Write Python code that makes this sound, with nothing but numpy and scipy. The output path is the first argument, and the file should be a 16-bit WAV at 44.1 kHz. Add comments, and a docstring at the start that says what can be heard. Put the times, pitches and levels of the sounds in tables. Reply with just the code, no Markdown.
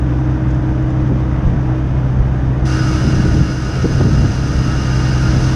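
"""A crane's diesel idles in a boatyard while a marine engine hangs from its hook.
From the start, firing pulses hum in the exhaust over the engine's roar, a fan tone comes and goes,
and gusts buffet the microphone. Early on, chain links tick and a machine hum sags to rest.
Midway a hydraulic valve opens: oil hisses through it and sets the pipework whining.
The whole sound then sinks a little during the strongest gusts, and recovers."""
import sys
import numpy as np
from scipy import signal
from scipy.fft import rfft, irfft
from scipy.io import wavfile
from scipy.ndimage import uniform_filter1d, minimum_filter1d

SR = 44100
rng = np.random.default_rng(int(sys.argv[2]) if len(sys.argv) > 2 else 0)


def log_audio(samples):
    """Write samples as a 16-bit WAV file to the path given in sys.argv[1]."""
    # one column per channel
    frames = np.atleast_2d(samples).T
    # limit to full scale, then quantise
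    limited = np.clip(frames, -1, 1)
    pcm = np.round(limited * 32767).astype(np.int16)
    wavfile.write(sys.argv[1], SR, pcm)


N = 244755
TIME = np.arange(N) / SR
FREQS = np.fft.rfftfreq(N, 1 / SR)

# dip and recovery of the whole sound: t/s, gain/dB
OVERALL_DIP = [(3.0, 1), (3.55, -2.5), (3.9, -1), (4.45, -1), (5.2, 1.5)]


def gain_of(db):
    """Amplitude ratio: tenfold for every 20 dB."""
    return 10 ** (np.asarray(db) / 20)


def unit_rms(x):
    """Normalisation to a mean square of one."""
    return x / np.sqrt(np.mean(x ** 2) + 1e-20)


def level_curve(points):
    """Linear interpolation of a level in time."""
    t, db = np.transpose(points)
    return np.interp(TIME, t, db)


def colour(points):
    """Spectral envelope: gain from levels interpolated over log frequency."""
    hz, db = np.transpose(points)
    return gain_of(np.interp(np.log(FREQS + 1), np.log(hz), db))


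def passband(half_width_hz, slope, centre_hz=0):
    """Filter gain with power-law skirts; a low-pass when centred on zero."""
    return 1 / (1 + ((FREQS - centre_hz) / half_width_hz) ** slope)


def noise(gain):
    """Spectral shaping of Gaussian noise, at unit rms."""
    real, imag = rng.standard_normal((2, len(FREQS)))
    return unit_rms(irfft((real + 1j * imag) * gain, N))


def drift(hz):
    """Slow random modulation: low-passed noise at unit rms."""
    return noise(passband(hz, 4))


def reflections(reach_s, depth, count=40):
    """Interference of short echoes puts a fixed ripple on a spectrum."""
    taps = np.zeros(N)
    delay, polarity = rng.random((count, 2)).T
    taps[(delay * reach_s * SR).astype(int)] = np.sign(polarity - .5)
    return 1 - depth + depth * unit_rms(abs(rfft(taps)))


def tone(hz, db, waver_hz):
    """Random frequency modulation: a sine wanders a little in pitch."""
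    return gain_of(db) * np.sin(2 * np.pi * np.cumsum(hz + waver_hz * drift(10.5)) / SR)


def wind(breeze_db=-28, drop_s=0.069, lump_db=0.56):
    """Turbulent pressure at the microphone: gusts build, drop fast and add to the breeze in power."""
    # turbulence spectrum: f/Hz, relative density/dB
    turbulence = [(15, -23), (35, -1.5), (100, 0), (160, -2), (240, -8.5), (400, -16), (700, -32.5),
                  (1500, -62), (4000, -86.5)]
    # gusts: peak t/s, level/dB, build-up time/s
    gusts = [(.15, -23, 0.42), (1.56, -19.5, .17), (3.379, -12, 0.49), (4.22, -12, 0.6),
             (4.68, -17.5, 0.75), (5.42, -18.5, 0.57)]
    power = gain_of(breeze_db) ** 2
    for t, db, build_s in gusts:
        swell = np.exp(np.minimum((TIME - t) / build_s, (t - TIME) / drop_s))
        power += (gain_of(db) * swell) ** 2
    return np.sqrt(power) * gain_of(-lump_db * drift(14)) * noise(colour(turbulence))


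def buffets(low_edge_ratio=0.28):
    """Each eddy striking the microphone is a pressure fluctuation: a short swell of low noise."""
    # eddies: t/s, level/dB, half-length/s, upper edge f/Hz
    eddies = [(1.125, -18.5, 0.037, 350), (1.468, -12, 0.02, 80), (1.532, -15.5, 0.011, 257),
              (2.215, -11.5, 0.036, 110), (3.066, -17, 0.055, 268.3), (3.203, -12.5, 0.014, 278),
              (3.253, -11.5, 0.016, 293), (3.416, -7, 0.015, 230), (3.853, -8.5, 0.0096, 382),
              (4.01, -12.5, 0.0066, 684), (4.06, -13.5, 0.024, 334), (4.237, -11.5, 0.018, 210)]
    out = np.zeros(N)
    for t, db, half_s, edge_hz in eddies:
        band = (1 - passband(low_edge_ratio * edge_hz, 3)) * passband(edge_hz, 5)
        swell = np.exp(-((TIME - t) / half_s) ** 2)
        eddy = swell * noise(band)
        out += gain_of(db) * eddy * np.linalg.norm(swell) / np.linalg.norm(eddy)
    return out


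def rigging(level_db=-13, ring_s=0.0054):
    """Damped impacts: chain links shift under the load with faint bright ticks."""
    # link impacts: t/s, relative level/dB
    ticks = [(0.506, -33), (0.5462, -34), (0.8244, -37), (0.9037, -34), (1.073, -39)]
    blows = sum(gain_of(db + level_db) * (TIME >= t) * np.exp(-abs(TIME - t) / ring_s)
                for t, db in ticks)
    ring_band = unit_rms(passband(half_width_hz=1300, slope=4, centre_hz=6100))
    return irfft(rfft(blows * rng.standard_normal(N)) * ring_band, N)


def machine_hum(start_hz=297.3, rest_hz=280.6, start_db=-24.5, rest_db=-32.5, settle_s=0.8):
    """Exponential relaxation: a hum sags in pitch and level as it settles."""
    unsettled = np.exp(-TIME / settle_s)
    hz = rest_hz + (start_hz - rest_hz) * unsettled
    db = rest_db + (start_db - rest_db) * unsettled
    return tone(hz, db, waver_hz=1.5)


def cooling_fan(blade_hz=314.6):
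    """Periodic blade passage gives a tone of held pitch, whose strength comes and goes."""
    # blade tone: t/s, level/dB
    strength = [(0, -29.5), (.4, -23.5), (1.1, -23), (1.55, -30), (1.74, -20.5), (2.15, -46.5),
                (2.7, -23.5), (3.4, -22), (3.7, -27.5), (4.8, -30.5), (5.25, -24.5), (5.55, -25.5)]
    return tone(blade_hz, level_curve(strength), waver_hz=0.81)


def oil_jet(since_open, jet_db=-32.5, spray_db=-58, spurt_db=5, spurt_s=0.47, rise_s=0.0078):
    """Turbulent jet noise: oil hisses through the valve, with a first spurt of fine spray."""
    # jet spectrum: f/Hz, relative density/dB
    jet_spectrum = [(300, 2), (550, 1.5), (900, 3.5), (1200, -1), (1700, 0.5), (2400, -1.5), (3700, -6.5),
                    (4150, -2.5), (4450, -6.5), (4800, 0), (6300, -2), (7000, -15), (11000, -24.5),
                    (11900, -35), (13300, -30), (15000, -48)]
    steelwork = reflections(reach_s=0.023, depth=0.45)
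    jet = gain_of(jet_db) * noise(colour(jet_spectrum) * steelwork)
    spray_band = passband(half_width_hz=2100, slope=10, centre_hz=9000)
    spray = gain_of(spray_db + spurt_db * np.exp(-since_open / spurt_s)) * noise(spray_band * steelwork)
    opening = 1 - np.exp(-since_open / rise_s)
    sputter = gain_of(0.57 * drift(60))
    return (jet + spray) * opening * sputter


def pipework(since_open, build_s=0.032):
    """Resonance: narrow pipe modes, driven by the flow, take a moment to build into a whine."""
    # pipe modes: f/Hz, width/Hz, relative level/dB
    modes = [(1234, 22, .5), (1299, 9, -1), (1407, 12, -.5), (1466, 10, -1), (1506, 15, -5),
             (1543, 9, -4.5), (1597, 15, -8), (1672, 26, -4.5), (1848, 12, -7), (2211, 40, -10.5),
             (2580, 35, -16), (2802, 55, -4.5), (2953, 24, -12), (4658, 30, -19), (5050, 24, -6),
             (5630, 28, -15), (6069, 22, -15), (7550, 40, -26)]
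    # whine: t/s, level/dB
    strength = [(2.7, -29.5), (2.95, -31), (3.4, -31), (4.4, -33.5), (4.85, -30.5), (5.55, -33.5)]
    power = sum((gain_of(db) / (1 + 2 * ((FREQS - hz) / width) ** 2)) ** 2 / width
                for hz, width, db in modes)
    build_up = 1 - np.exp(-since_open / build_s)
    return gain_of(level_curve(strength)) * build_up * noise(np.sqrt(power))


def engine_roar(firings, roar_db=-22, air_db=-53, throb=0.11, lope=0.049):
    """Amplitude modulation: the roar swells with each firing and crankshaft turn, over rushing air."""
    # combustion and casing noise: f/Hz, relative density/dB
    casing_spectrum = [(20, -24), (45, -0.5), (85, -1), (160, 1.5), (250, -4), (285, -2.5), (350, -7.5),
                       (390, -14.5), (450, -12), (800, -15), (1100, -20.5), (1500, -20.5), (2100, -29.5),
                       (3750, -39), (4200, -54)]
    # air rushing through the housing: f/Hz, relative density/dB
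    air_spectrum = [(2000, -3), (4450, -4), (4750, -0.5), (5700, -0.5), (6350, -0.5), (6900, -11),
                    (8000, -15), (11000, -19.5), (12000, -27), (15000, -25)]
    beat = 1 + throb * np.cos(2 * np.pi * firings) + lope * np.cos(np.pi * firings)
    hulls = reflections(reach_s=0.06, depth=0.47)
    muffled = colour(casing_spectrum) * passband(5500, 6)
    casing = gain_of(roar_db + 0.5 * drift(15)) * noise(muffled * hulls)
    air = gain_of(air_db + 0.67 * drift(20)) * noise(colour(air_spectrum) * hulls)
    return beat * casing + air


def exhaust(firings, level_db=-17, waver_db=0.47, extra_dip=0.46):
    """Harmonic series: periodic firing pulses leave the muffler as a few low, unsteady partials."""
    # engine orders: multiple of the firing rate, relative level/dB
    orders = [(.5, -19), (1, -4.5), (1.5, -18), (2, -2), (2.5, -20.5), (3, -23.5), (8, -36.5)]
    hum = np.zeros(N)
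    for order, db in orders:
        amplitude = np.sqrt(2) * gain_of(db + waver_db * drift(2.3))
        hum += amplitude * np.cos(2 * np.pi * (order * firings + rng.random()))
    # the exhaust dips further than the other sources
    return gain_of(level_db + extra_dip * level_curve(OVERALL_DIP)) * hum


def scene(idle_hz=64.07, sag_hz=0.4494, settle_s=0.926, valve_opens_s=2.648):
    """Superposition: all sources add at one microphone and dip together."""
    firing_hz = idle_hz - sag_hz * np.exp(-TIME / settle_s) + 0.1 * drift(2.06)
    firings = np.cumsum(firing_hz) / SR  # phase in firing cycles
    engine = exhaust(firings) + engine_roar(firings) + cooling_fan() + machine_hum()
    since_open = np.maximum(TIME - valve_opens_s, 0)
    mix = engine + wind() + buffets() + oil_jet(since_open) + pipework(since_open) + rigging()
    return (gain_of(level_curve(OVERALL_DIP)) * mix)[None]


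def record(dry, ceiling=0.93, cutoff_hz=15100):
    """Peak limiting: a smoothed gain rounds off the strongest buffets, and a low-pass follows."""
    allowed = np.minimum(1, ceiling / (abs(dry) + 1e-9))
    limited = dry * uniform_filter1d(minimum_filter1d(allowed, size=600), size=400)
    lowpass = signal.firwin(511, cutoff_hz, window=("kaiser", 9), fs=SR)
    return signal.oaconvolve(limited, lowpass[None], "same")


dry = scene()
out = record(dry)
log_audio(out)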